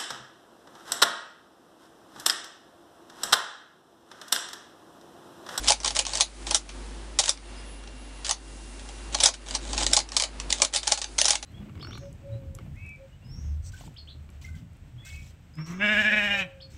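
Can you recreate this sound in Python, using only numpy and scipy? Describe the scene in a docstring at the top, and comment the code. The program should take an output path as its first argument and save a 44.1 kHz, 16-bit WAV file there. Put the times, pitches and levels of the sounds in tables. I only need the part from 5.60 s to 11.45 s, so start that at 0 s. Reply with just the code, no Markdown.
"""Speed cube turned by hand

A plastic cube is turned quickly in two hands above a desk in a small room. In each turn the
pieces slide, catch and snap into line, ringing their thin shells and the hollow core.
A low hum, soft hiss and faint high tones fill the pauses; gain control ducks after loud snaps."""
import sys
import numpy as np
from scipy import signal
from scipy.fft import rfft, irfft
from scipy.io import wavfile
from scipy.ndimage import uniform_filter1d, minimum_filter1d

SR = 44100
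rng = np.random.default_rng(int(sys.argv[2]) if len(sys.argv) > 2 else 0)


def generate_wav(signal):
    """Clip the signal to [-1, 1] and save it as 16-bit WAV at the path in sys.argv[1]."""
    frames = np.transpose(np.atleast_2d(signal))
    scaled = np.clip(frames, -1, 1) * 32767
    pcm = np.round(scaled).astype(np.int16)
    wavfile.write(sys.argv[1], SR, pcm)


N = 257975
TIME = np.arange(N) / SR

# thin shells of the pieces: (frequency [Hz], width [Hz], gain [dB])
SHELL_MODES = [(1463, 490, -8.5), (1888, 137, -4), (2290, 470, -7), (3088, 310, 0), (3700, 655, -1.5),
               (4705, 750, 0.5), (5510, 810, 0.5), (6460, 730, -1), (7500, 1450, -3.5), (8880, 1740, -6),
               (9734, 720, -10)]
# hollow cube in cupped hands: (frequency [Hz], width [Hz], gain [dB])
CORE_MODES = [(430, 120, -14), (553, 70, -3), (665, 100, -1.5), (750, 110, -2), (838, 85, 1),
              (1070, 120, -4)]
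# turns of a layer: (start [s], end [s], final friction level [dB])
LAYER_TURNS = [(0.03, 0.117, -30), (0.242, 0.284, -24), (0.349, 0.425, -26), (0.466, 0.624, -29.5),
               (0.866, 0.975, -33), (1.607, 1.704, -29.5), (2.652, 2.705, -35.5), (3.523, 3.644, -32.5),
               (3.628, 3.688, -16.5), (3.86, 3.955, -37.5), (4.003, 4.16, -38), (4.165, 4.25, -24.5),
               (4.27, 4.383, -27.5), (4.52, 4.65, -35.5), (4.896, 5.065, -30), (5.129, 5.168, -22),
               (5.229, 5.362, -28.5), (5.593, 5.761, -26.5)]


def from_db(db):
    return 10 ** (np.asarray(db) / 20)


def unit_rms(x, first_s=None):
    """Scale to rms 1, taken over all of x or over its onset."""
    part = x if first_s is None else x[:int(first_s * SR)]
    return x / np.sqrt(np.mean(part ** 2) + 1e-20)


def in_time(rows):
    """Each column of a time curve at every sample."""
    times_s, *columns = np.transpose(rows)
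    return [np.interp(TIME, times_s, column) for column in columns]


def at_hz(rows, hz):
    """Interpolate on a log-frequency axis."""
    points_hz, values = np.transpose(rows)
    return np.interp(np.log(hz + 1e-9), np.log(points_hz), values)


def butter(x, hz, kind, order=2):
    return signal.sosfilt(signal.butter(order, hz, kind, fs=SR, output="sos"), x)


def resonate(x, hz, width_hz):
    """Two-pole resonance, peak gain 1."""
    r = np.exp(-np.pi * width_hz / SR)
    feedback = [1, -2 * r * np.cos(2 * np.pi * hz / SR), r * r]
    return signal.lfilter(np.array([1, 0, -1]) * (1 - r * r) / 2, feedback, x + 1e-18)


def waver(cutoff_hz):
    """Slow noise, rms 1."""
    return unit_rms(butter(rng.standard_normal(N), cutoff_hz, "low"))


def tone(hz):
    """Sine along a pitch curve, rms 1."""
    return np.sqrt(2) * np.sin(2 * np.pi * np.cumsum(hz) / SR)


def room_tone(hum_db, murmur_db, drone_db, hum_hz=50.3, waver_hz=0.84):
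    """Hum, faint drones and a murmur of air swell and sink together under a soft hiss."""
    # air noise spectrum: (frequency [Hz], relative density [dB])
    air_spectrum = [(47, -39), (80, -1.5), (106, -1.5), (213, -5.5), (250, -0.5), (589, -11), (867, -10.5),
                    (1060, -11.5), (2770, -14), (10400, -16.5), (13500, -103), (22000, -120)]
    # steady resonances: (frequency [Hz], width [Hz], relative level [dB])
    drone_modes = [(256, 26, 0), (339, 14, -2), (540, 40, -12), (885, 60, -16)]
    # base level of hum, murmur and drones: (time [s], level [dB])
    low_levels = [(0.0, -37.5), (0.45, -39), (0.75, -42.5), (0.92, -38), (1.08, -41.5), (1.2, -39),
                  (1.38, -39.5), (1.46, -41), (2.1, -42), (2.3, -43.5), (3.35, -42), (3.62, -36),
                  (3.85, -41), (4.28, -30), (4.55, -41), (4.92, -37), (5.15, -42.5), (5.85, -41)]
    # hiss bands: (time [s], middle [dB], treble [dB])
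    hiss_levels = [(0.0, -48.5, -47), (1.15, -50, -53.5), (1.55, -51, -56.5), (1.95, -49, -55),
                   (2.25, -53.5, -59.5), (2.65, -51, -56), (2.95, -54, -53), (3.45, -49.5, -52),
                   (4.7, -48, -55), (5.8, -52.5, -50.5)]
    low_db, = in_time(low_levels)
    middle_db, treble_db = in_time(hiss_levels)
    hum = tone(hum_hz + waver_hz * waver(cutoff_hz=2.2))
    bins_hz = np.arange(N // 2 + 1) * SR / N
    air = irfft(rfft(rng.standard_normal(N)) * from_db(at_hz(air_spectrum, bins_hz)), N)
    murmur = unit_rms(butter(air, 770, "low", order=4))
    drones = unit_rms(sum(from_db(db) * unit_rms(resonate(rng.standard_normal(N), hz, width_hz))
                          for hz, width_hz, db in drone_modes))
    low = from_db(hum_db) * hum + from_db(murmur_db) * murmur + from_db(drone_db) * drones
    hiss = butter(air, 620, "high", order=4)
    middle = unit_rms(butter(hiss, 4800, "low", order=3))
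    treble = unit_rms(butter(hiss, 4500, "high", order=3))
    return from_db(low_db) * low + from_db(middle_db) * middle + from_db(treble_db) * treble


def whine(hz, waver_hz):
    """A faint, slightly unsteady high tone that comes up after a while."""
    # swell of the whine: (time [s], level [dB])
    levels = [(1.5, -80), (1.9, -61), (3.0, -62.5), (3.5, -59.5), (5.8, -72)]
    level_db, = in_time(levels)
    return from_db(level_db) * tone(hz + waver_hz * waver(cutoff_hz=35))


def whistles(waver_hz):
    """Thin whistles swell, glide unsteadily and fade."""
    # whistles: (start [s], length [s], first pitch [Hz], last pitch [Hz], level [dB])
    glides = [(1.76, 0.15, 9000, 8950, -60), (1.96, 0.07, 9400, 9350, -60), (1.96, 0.06, 4950, 4950, -56),
              (2.04, 0.16, 10250, 9650, -56), (2.35, 0.15, 9700, 10600, -61),
              (2.53, 0.11, 10400, 9300, -60)]
    out = np.zeros(N)
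    drift_hz = waver_hz * waver(cutoff_hz=40)
    for start_s, length_s, first_hz, last_hz, db in glides:
        on = (TIME > start_s) & (TIME < start_s + length_s)
        progress = (TIME[on] - start_s) / length_s
        hz = first_hz + (last_hz - first_hz) * progress + drift_hz[on]
        swell = np.sqrt(np.abs(np.sin(np.pi * progress)))
        out[on] += from_db(db) * swell * tone(hz)
    return out


def room_echo(gap_s, bands=8, samples=11000):
    """Desk and screen reflect within milliseconds; the echoes thicken and die, treble first."""
    # room decay: (frequency [Hz], T60 [s])
    decay_times = [(400, 0.14), (1000, 0.15), (3000, 0.15), (6000, 0.12), (10000, 0.12)]
    age_s = np.maximum(np.arange(samples) / SR - gap_s, 0)
    density = np.minimum(.1 + age_s / .03, 1)
    echoes = rng.standard_normal(samples) * (age_s > 0)
    echoes *= (rng.random(samples) < density) / np.sqrt(density)
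    edges_hz = np.geomspace(250, 14000, bands + 1)
    tail = 0
    for low_hz, high_hz in zip(edges_hz, edges_hz[1:]):
        t60_s = at_hz(decay_times, np.sqrt(low_hz * high_hz))
        tail += butter(echoes, [low_hz, high_hz], "band") * from_db(-60 * age_s / t60_s)
    return tail / np.sqrt(np.sum(tail ** 2))


def room(x, gap_s, wet_db, poses=10, pose_samples=800):
    """The cube moves in the hands, so successive stretches of sound meet different echoes."""
    pose = np.arange(N) // pose_samples % poses
    wet = sum(signal.oaconvolve(x * (pose == k), room_echo(gap_s))[:N] for k in range(poses))
    return x + from_db(wet_db) * wet


def ring(force, modes, tilt_db=0):
    """A force rings the modes; pieces differ, so gains and pitches scatter."""
    out = 0
    slope_db = tilt_db * np.linspace(-.5, .5, len(modes))
    for k, (hz, width_hz, db) in enumerate(modes):
        louder, higher = rng.standard_normal(2)
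        gain = from_db(db + slope_db[k] + 1.5 * louder)
        out += (-1) ** k * gain * resonate(force, hz + .2 * width_hz * higher, width_hz)
    return out


def friction_db(time_s, start_s, end_s, end_db, rise_db=4):
    """Friction rises as a layer gathers speed."""
    return end_db - rise_db * (end_s - time_s) / (end_s - start_s)


def sliding(slips_per_s, shell_db, core_db):
    """Plastic rubs on plastic in tiny slips that excite shells and core."""
    friction = np.zeros(N)
    for start_s, end_s, end_db in LAYER_TURNS:
        on = (TIME > start_s) & (TIME < end_s)
        friction[on] += from_db(friction_db(TIME[on], start_s, end_s, end_db))
    slip_db = 4 * np.minimum(rng.exponential(1, N), 3.5)
    slips = from_db(slip_db) * rng.choice([-1, 1], N)
    slips *= rng.random(N) < slips_per_s / SR
    shell = unit_rms(ring(slips, SHELL_MODES))
    core = unit_rms(ring(slips, CORE_MODES))
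    return uniform_filter1d(friction, size=300) * (from_db(shell_db) * shell + from_db(core_db) * core)


def corner_ticks(knock_db, rattle_db, ticks_per_s=26, above_friction_db=0.5, scatter_db=5, count=12):
    """Contact rows for corners brushing past at random in each turn; levels follow the friction."""
    rows = []
    for start_s, end_s, end_db in LAYER_TURNS:
        times_s = start_s + np.cumsum(rng.uniform(.3, 1.7, count)) / ticks_per_s
        levels_db = friction_db(times_s, start_s, end_s, end_db) + above_friction_db
        levels_db += scatter_db * rng.standard_normal(count)
        rows += [(s, db, knock_db, rattle_db) for s, db in zip(times_s, levels_db) if s < end_s]
    return rows


def chatter(rattle_db, strike_s=0.0029, settle_s=0.012, volley_per_s=7000, rattle_per_s=3500):
    """Contact force: a tight volley of touches, then loose neighbours rattle to rest."""
    samples = 3000
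    age_s = np.arange(samples) / SR
    volley = (rng.random(samples) < volley_per_s / SR) * np.exp(-(age_s / strike_s) ** 2)
    rattle = (rng.random(samples) < rattle_per_s / SR) * np.exp(-age_s / settle_s)
    force = (volley + from_db(rattle_db) * rattle) * rng.uniform(-1.15, 1, samples)
    force[0] = .8   # first touch
    return force


def contact(db, knock_db, rattle_db, firm_db=-17, firm_tilt_db=5, tilt_per_db=0.54, scatter_db=1):
    """The shells snap, brighter when hit harder; the core adds a longer, hollow knock."""
    force = chatter(rattle_db)
    tilt_db = firm_tilt_db + tilt_per_db * (db - firm_db) + scatter_db * rng.standard_normal()
    snap = unit_rms(ring(force, SHELL_MODES, tilt_db), first_s=.003)
    knock = unit_rms(ring(force, CORE_MODES, tilt_db=1.5), first_s=.008)
    return from_db(db) * (snap + from_db(knock_db) * knock)


def clacks():
    """Pieces catch and snap into line, among lighter ticks of the corners."""
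    # contacts: (time [s], snap level [dB], knock re snap [dB], rattle re volley [dB])
    snaps = [(0.0567, -34.5, -10, -1), (0.0737, -24, -31, 19), (0.082, -12, -20, 23), (0.097, -13, -11, 8),
             (0.1045, -7.5, -8, -13), (0.12, -8.5, -36, -4), (0.2018, -28, -13, 6), (0.233, -28, -11, -1),
             (0.2461, -14.5, -12.5, -11), (0.2577, -22.5, -12, 3), (0.2771, -15.5, -19, -4.5),
             (0.3056, -22.5, -13, -0.5), (0.3505, -24, -26, -10), (0.3589, -23, -13, 6),
             (0.365, -16, -16, -9), (0.3902, -11, -18.5, -25), (0.394, -16, -23, -14),
             (0.4513, -23.5, -19, -4), (0.4655, -19, -12.5, -3), (0.534, -22.5, -11, 3),
             (0.553, -19, -24, -13), (0.572, -21, -30, -17), (0.601, -22, -6.5, -2),
             (0.6078, -7.5, -21.5, 7), (0.867, -30.5, -10.5, 7), (0.9092, -19, -13, -2.5),
             (0.9447, -10, -17.5, 16), (1.091, -34.5, -12, 1), (1.5877, -12.5, -17, 6),
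             (1.5976, -17, -16, -33), (1.638, -18.5, -28, -1), (1.6578, -19.5, -26, -12),
             (1.6796, -18, -13.5, 4), (1.6927, -7.5, -26, -5.5), (1.774, -37, -20, -6),
             (2.2375, -47, -10, -6), (2.274, -43.5, -10, -18), (2.6455, -30.5, -18, 17),
             (2.6658, -27.5, -24, -16), (2.6926, -21, -14.5, 1), (2.7097, -15, -15, -5),
             (3.1944, -42, -15, -3), (3.288, -40.5, -10, 11), (3.5456, -21, -10, -14),
             (3.5495, -18.5, -12.5, -23), (3.602, -15.5, -16, 4), (3.6345, -11, -19, 20),
             (3.657, -4.5, -17, 1.5), (3.738, -29.5, -17, 7), (3.8851, -34, -14, -12),
             (3.9087, -28.5, -18, -16), (3.9491, -20.5, -14.5, 24), (4.131, -25.5, -8.5, -3),
             (4.1777, -21, -11, 0), (4.2122, -25, -6.5, -21), (4.2312, -19.5, -15, -4),
             (4.265, -12.5, -20.5, -13), (4.329, -24, -15, 9), (4.333, -4, -24, -6),
             (4.3649, -6.5, -17.5, 9), (4.3726, -11, -7.5, -19), (4.3894, -15, -16, -10),
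             (4.402, -21, -23, -9), (4.4887, -31.5, -22, -10), (4.5188, -26.5, -12, -11),
             (4.5656, -10.5, -17.5, 2), (4.5983, -14, -26, 4), (4.6033, -23, -11, 1),
             (4.622, -14.5, -16, -18), (4.6365, -16.5, -16, -2), (4.7996, -26.5, -15, -11),
             (4.9033, -20.5, -18, -14), (4.9253, -12, -22, -14), (4.9999, -27, -4.5, -9),
             (5.0183, -4.5, -19.5, -33), (5.0214, -11, -13, 2), (5.0482, -12, -23, -10),
             (5.1374, -17.5, -28, -4), (5.147, -17, -18, -4), (5.1597, -15, -22, 7.5),
             (5.2311, -25.5, -16, -6), (5.2711, -19.5, -11.5, -2), (5.2762, -12.5, -15, -30),
             (5.2936, -42, -9, -1), (5.3162, -20, -8, -20), (5.3205, -5.5, -16, -6.5),
             (5.375, -22, -13.5, 5), (5.416, -18.5, -16.5, -2), (5.4423, -20, -21, -21),
             (5.5819, -22.5, -13, -13), (5.5858, -14, -20, 6), (5.6139, -7, -20, -22),
             (5.6445, -13.5, -19, -21), (5.6547, -8.5, -23, 0), (5.6816, -9, -16.5, -7),
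             (5.6952, -15, -25, -5), (5.7059, -5, -20, -6.5), (5.7542, -14.5, -24, -13),
             (5.8264, -26, -13, 0)]
    out = np.zeros(N + SR)
    for time_s, db, knock_db, rattle_db in list(snaps) + corner_ticks(knock_db=-9, rattle_db=-13):
        sound = contact(db, knock_db, rattle_db)
        start = round(time_s * SR)
        out[start:start + len(sound)] += sound
    return out[:N]


def gain_control(x, threshold_db=-28.5, slope=0.31, attack_s=0.015, hold_s=0.094, release_db_per_s=53):
    """Loud moments turn the gain down; it holds briefly, then recovers."""
    level_db = 10 * np.log10(np.abs(uniform_filter1d(x ** 2, size=220)) + 1e-12)
    cut_db = slope * np.maximum(level_db - threshold_db, 0)
    half_hold = int(hold_s * SR / 2)
    held_db = -minimum_filter1d(-cut_db, 2 * half_hold + 1, origin=half_hold, mode="constant")
    ramp_db = release_db_per_s * TIME
    released_db = np.maximum.accumulate(held_db + ramp_db, axis=-1) - ramp_db
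    pole = np.exp(-1 / (attack_s * SR))
    return x * from_db(-signal.lfilter([1 - pole], [1, -pole], released_db))


def scene():
    """The cube and its echoes over the background, mono."""
    background = room_tone(hum_db=0.4, murmur_db=-10, drone_db=-12)
    background += whine(hz=2770, waver_hz=12.8) + whistles(waver_hz=80)
    cube = sliding(slips_per_s=1600, shell_db=-3, core_db=-13) + clacks()
    return (room(cube, gap_s=.003, wet_db=-8) + background)[None]


def record(dry):
    """Gain control, soft clipping, steep low-pass."""
    ceiling, cutoff_hz = .8, 10550
    rounded = ceiling * np.tanh(gain_control(dry) / ceiling)
    return signal.sosfilt(signal.cheby1(12, .3, cutoff_hz, fs=SR, output="sos"), rounded)


dry = scene()
out = record(dry)
generate_wav(out)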